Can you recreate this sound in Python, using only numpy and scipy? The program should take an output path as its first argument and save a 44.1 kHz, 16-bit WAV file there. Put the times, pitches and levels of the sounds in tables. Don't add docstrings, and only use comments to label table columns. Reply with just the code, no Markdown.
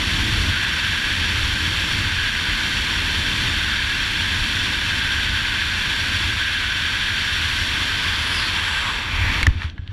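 import sys
import numpy as np
from scipy import signal
from scipy.fft import rfft, irfft
from scipy.io import wavfile

SR = 44100
rng = np.random.default_rng(int(sys.argv[2]) if len(sys.argv) > 2 else 0)


def store_pcm(level_fs):
    pcm = np.round(np.clip(level_fs, -1, 1) * 32767).astype(np.int16)
    wavfile.write(sys.argv[1], SR, np.atleast_2d(pcm).T)


N = 437472
TIME_S = np.arange(N) / SR
BINS_HZ = np.maximum(np.fft.rfftfreq(N, 1 / SR), 1)
USUAL_TURBULENCE_DB = -37

# f/Hz, level/dB
AIR_SPECTRUM = [(150, -21.5), (450, -19), (790, -18), (900, -8), (1290, -7.5), (1500, -1), (1900, 2.5),
                (3560, -0.5), (3740, -4), (4620, -8.5), (4880, -16.5), (7700, -25), (11300, -30.5),
                (15000, -43.5)]


def rush(churn, flow_gain, excess_db, lift):
    # f/Hz, width/Hz, level/dB
    resonances = [(2410, 86, 2.5), (2680, 130, 4), (2840, 150, -0.5), (3100, 230, 2.5), (3430, 570, 4),
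                  (4210, 160, 2), (4580, 140, 3.5), (5430, 340, 5), (5735, 230, 6), (6500, 400, -2),
                  (7130, 260, 2.5), (8300, 390, -5.5), (10740, 550, 2.5), (11900, 600, -1.5),
                  (12900, 500, 2.5)]
    housing = colour(AIR_SPECTRUM) * undb(sum(db * bell(BINS_HZ, hz, bw) for hz, bw, db in resonances))
    air = unit(noise() * churn * undb(0.63 * walk(660)))
    low, body = below(1394, order=12), below(4620, order=8)
    roar = undb(1.26) * unit(shape(air, housing * low))
    middle = undb(0.5) * unit(shape(air, housing * (body - low)))
    hiss = undb(1.44) * unit(shape(air, housing * (1 - body)))
    visor_edge_db = 1.5 * bell(TIME_S, 7.56, 0.77)
    roar_gain = flow_gain * undb(-13.5 + 0.25 * excess_db + 8 * lift)
    hiss_gain = flow_gain * undb(-11.5 + 0.32 * excess_db + visor_edge_db)
    dull = shape(hiss, below(7500, order=8))
    brightness = np.minimum(unit(hiss_gain), 1) ** .2
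    hiss = dull + brightness * (hiss - dull)
    return roar_gain * roar + flow_gain * middle + hiss_gain * hiss


def airflow():
    # t/s, flow/dB, turbulence/dB
    opening = [(8.9, -26.5, -40), (9.06, -30, -40), (9.2, -28.5, -37.5), (9.41, -28.5, -31.5),
               (9.48, -38, -39), (9.56, -43, -42), (9.645, -35.5, -44), (9.74, -56, -47), (9.86, -56, -49),
               (9.92, -50, -50)]
    # t/s, turbulence/dB
    fall = [(0.0, -31.5), (0.49, -31), (0.54, -37.5), (1.96, -32.5), (2.2, -39.5), (2.79, -34),
            (3.48, -33.5), (3.8, -39.5), (4.41, -35), (4.46, -34.5), (5.56, -39.5), (6.2, -35),
            (6.45, -41.5), (7.52, -39.5), (7.62, -37), (8.5, -39.5), (8.8, -45.5)]
    fall_end_s, fall_flow_db = fall[-1][0], -25
    opening_s, opening_db, _ = np.transpose(opening)
    flow_db = np.interp(TIME_S, [fall_end_s, *opening_s], [fall_flow_db, *opening_db])
    turbulence = list(fall) + [(s, db) for s, _, db in opening]
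    return flow_db, np.interp(TIME_S, *np.transpose(turbulence))


def howl(churn, flow_gain, excess_db, lift, hz=1612, width_hz=215):
    # t/s, length/s, level/dB
    flares = [(.58, .25, 3.5), (1.05, .2, 2.5), (3.715, 0.42, 1.5), (5.05, 0.55, 1.5), (4.25, .4, 0.8),
              (6.4, .6, 1.2), (8.72, .3, 3)]
    start_s, end_s, half_fade_s = .48, 8.93, .03
    blown = np.clip(np.minimum(TIME_S - start_s, end_s - TIME_S) / (2 * half_fade_s) + .5, 0, 1)
    flare_db = sum(db * bell(TIME_S, s, length_s) for s, length_s, db in flares)
    drive_db = blown * (-4.0 - 6.5 * lift + flare_db) - 7 * (1 - blown)
    level_db = drive_db - 0.39 * excess_db - 0.44
    ring = breathy(hz * (1 + 0.01009 * walk(7.11)), width_hz)
    return flow_gain * undb(level_db) * unit(ring * churn)


def buffeting(gust, flow_gain, excess_db, mount_hz=82, mount_width_hz=16, mount_db=-11.5):
    # t/s, length/s, level/dB
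    gusts = [(.12, .12, -28), (.31, .17, -21.5), (.51, 0.1, -25), (1.41, 0.15, -23), (2.148, .2, -32),
             (3.85, 0.4, -30), (4.407, .09, -26), (5.345, 0.2, -29.5), (6.26, .2, -27.5), (8.86, 0.39, -33),
             (9.227, 0.17, -22), (9.496, .07, -20)]
    # f/Hz, level/dB
    eddy_spectrum = [(8, -33), (20, -12), (30, 0), (42, 0.5), (60, -1.5), (82, 2.5), (100, -1.5),
                     (125, -11.5), (180, -28.5), (400, -74)]
    # f/Hz, level/dB
    flutter_spectrum = [(80, -10), (130, -1), (165, 0), (195, -1.5), (212, 1), (235, -2), (310, -3),
                        (400, -14), (700, -20.5), (1500, -30), (6000, -75)]
    heavy = sum(undb(db) * bell(TIME_S, s, length_s) for s, length_s, db in gusts)
    thud_gain = np.hypot(undb(-31.5 + 0.75 * excess_db), heavy)
    flutter_gain = undb(USUAL_TURBULENCE_DB + excess_db)
    thuds = unit(shape(noise(), colour(eddy_spectrum)) * undb(0.33 * gust))
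    flutter = unit(shape(noise(), colour(flutter_spectrum)) * undb(0.23 * gust))
    shudder = unit(shape(noise(), resonance(mount_hz, mount_width_hz)))
    return thud_gain * thuds + flutter_gain * flutter + undb(mount_db) * flow_gain * shudder


def canopy(roughness=0.7, crack_t60_s=0.012, overtone_ratio=1.82, overtone_db=-11):
    # t/s, ring level/dB, ring f/Hz, ring t60/s, crack level/dB, crack f/Hz
    snaps = [(9.4292, -1.5, 2200, 0.019, -11, 8200), (9.4669, 0.5, 1774, 0.018, -10, 1000),
             (9.469, -1, 1800, 0.0092, -6, 1140), (9.619, -17, 1890, 0.011, -16, 1200),
             (9.632, -19, 1900, 0.011, -16, 1190), (9.698, -35, 3330, 0.033, -25, 3400),
             (9.779, -33, 1690, 0.046, -28, 1100), (9.876, -38, 1900, .025, -28, 3800),
             (9.908, -49, 3400, .03, -48, 3800)]
    # t/s, level/dB, f/Hz, t60/s
    tugs = [(9.431, -6, 54, .07), (9.476, 3.5, 80.5, 0.059), (9.505, -4.5, 41.7, 0.077),
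            (9.554, -15.5, 84, 0.21), (9.644, -12, 79.6, 0.13), (9.792, -12.5, 73.6, 0.069),
            (9.819, -27, 90, 0.36), (9.888, -21, 95, .2)]
    out = np.zeros(N)
    for s, ring_db, hz, t60_s, crack_db, crack_hz in snaps:
        age_s, ring = impact(s, t60_s, rise_s=0.0016)
        phase = 2 * np.pi * hz * age_s
        modes = np.sin(phase) + undb(overtone_db) * np.sin(overtone_ratio * phase)
        out += undb(ring_db) * ring * (1 + roughness * walk(510)) * modes
        crack = unit(shape(noise(), resonance(crack_hz, .5 * crack_hz) * colour(AIR_SPECTRUM)))
        _, burst = impact(s, crack_t60_s, rise_s=0.0005)
        out += undb(crack_db) * burst * crack
    for s, db, hz, t60_s in tugs:
        age_s, ring = impact(s, t60_s, rise_s=0.0026)
        out -= undb(db) * ring * np.sin(2 * np.pi * hz * age_s)
    return out


def whistles(flow_gain):
    # t/s, length/s, f/Hz, width/Hz, level/dB re flow, glide/(octaves per s)
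    swishes = [(8.1, 0.4, 4900, 450, -15, 0), (8.346, .26, 10400, 950, -20.5, -.05),
               (8.33, .22, 8550, 700, -25.5, -.2), (8.378, 0.13, 4850, 700, -7, -0.81),
               (8.455, .14, 4300, 500, -5, 0), (8.73, .45, 10650, 480, -24.5, 0),
               (8.8, .55, 7600, 600, -22.5, 0), (8.893, .14, 1126, 180, -6.5, .5),
               (9.3, 0.5, 2305, 520, 1, 0), (9.293, .28, 1770, 380, -0.5, 0),
               (9.28, .24, 12450, 900, -29, .15)]
    out = np.zeros(N)
    for s, length_s, hz, width_hz, db, glide in swishes:
        pitch_hz = hz * 2 ** (glide * np.clip(TIME_S - s, -length_s, length_s))
        out += undb(db) * bell(TIME_S, s, 0.89 * length_s) * breathy(pitch_hz, width_hz)
    return flow_gain * out


def rustle(at_s=9.62, length_s=.13, level_db=-44, creases_per_s=350, hz=1900, width_hz=2600):
    creases = (rng.random(N) < creases_per_s / SR) * noise()
    cloth = unit(shape(creases, colour(AIR_SPECTRUM) * resonance(hz, width_hz)))
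    return undb(level_db) * bell(TIME_S, at_s, length_s) * cloth


def impact(at_s, t60_s, rise_s):
    age_s = np.clip(TIME_S - at_s, 0, 1)
    return age_s, (1 - np.exp(-age_s / rise_s)) * np.exp(-np.log(1000) * age_s / t60_s)


def breathy(hz, width_hz):
    phase = 2 * np.pi * np.cumsum(hz) / SR
    return walk(width_hz / 2) * np.cos(phase) + walk(width_hz / 2) * np.sin(phase)


def walk(hz):
    return unit(signal.sosfilt(signal.butter(2, hz, fs=SR, output="sos"), noise()))


def noise():
    return rng.standard_normal(N)


def shape(x, response):
    return irfft(rfft(x) * response, N)


def colour(points):
    hz, db = np.transpose(points)
    return undb(np.interp(np.log(BINS_HZ), np.log(hz), db))


def resonance(hz, width_hz):
    return 1 / (1 + 1j * (BINS_HZ ** 2 - hz ** 2) / (BINS_HZ * width_hz))


def below(hz, order):
    return 1 / (1 + (BINS_HZ / hz) ** order)


def bell(x, centre, width):
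    return .5 ** ((2 * (x - centre) / width) ** 2)


def undb(db):
    return 10 ** (np.asarray(db) / 20)


def unit(x):
    return x / np.sqrt(np.mean(x ** 2))


def scene(lift_start_s=6.5, lift_end_s=9.15):
    flow_db, turbulence_db = airflow()
    flow_gain = undb(flow_db)
    excess_db = turbulence_db - USUAL_TURBULENCE_DB
    lift = np.clip((TIME_S - lift_start_s) / (lift_end_s - lift_start_s), 0, 1) ** 2
    gust = walk(32)
    churn = undb(.5 * gust + 0.22 * walk(93))
    wind = rush(churn, flow_gain, excess_db, lift) + howl(churn, flow_gain, excess_db, lift)
    return (wind + buffeting(gust, flow_gain, excess_db) + whistles(flow_gain) + rustle() + canopy())[None]


def record(dry, ceiling=0.51, cutoff_hz=15300):
    clipped = dry / (1 + (dry / ceiling) ** 8) ** (1 / 8)
    return signal.sosfilt(signal.ellip(12, .1, 80, cutoff_hz, fs=SR, output="sos"), clipped)


dry = scene()
out = record(dry)
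store_pcm(out)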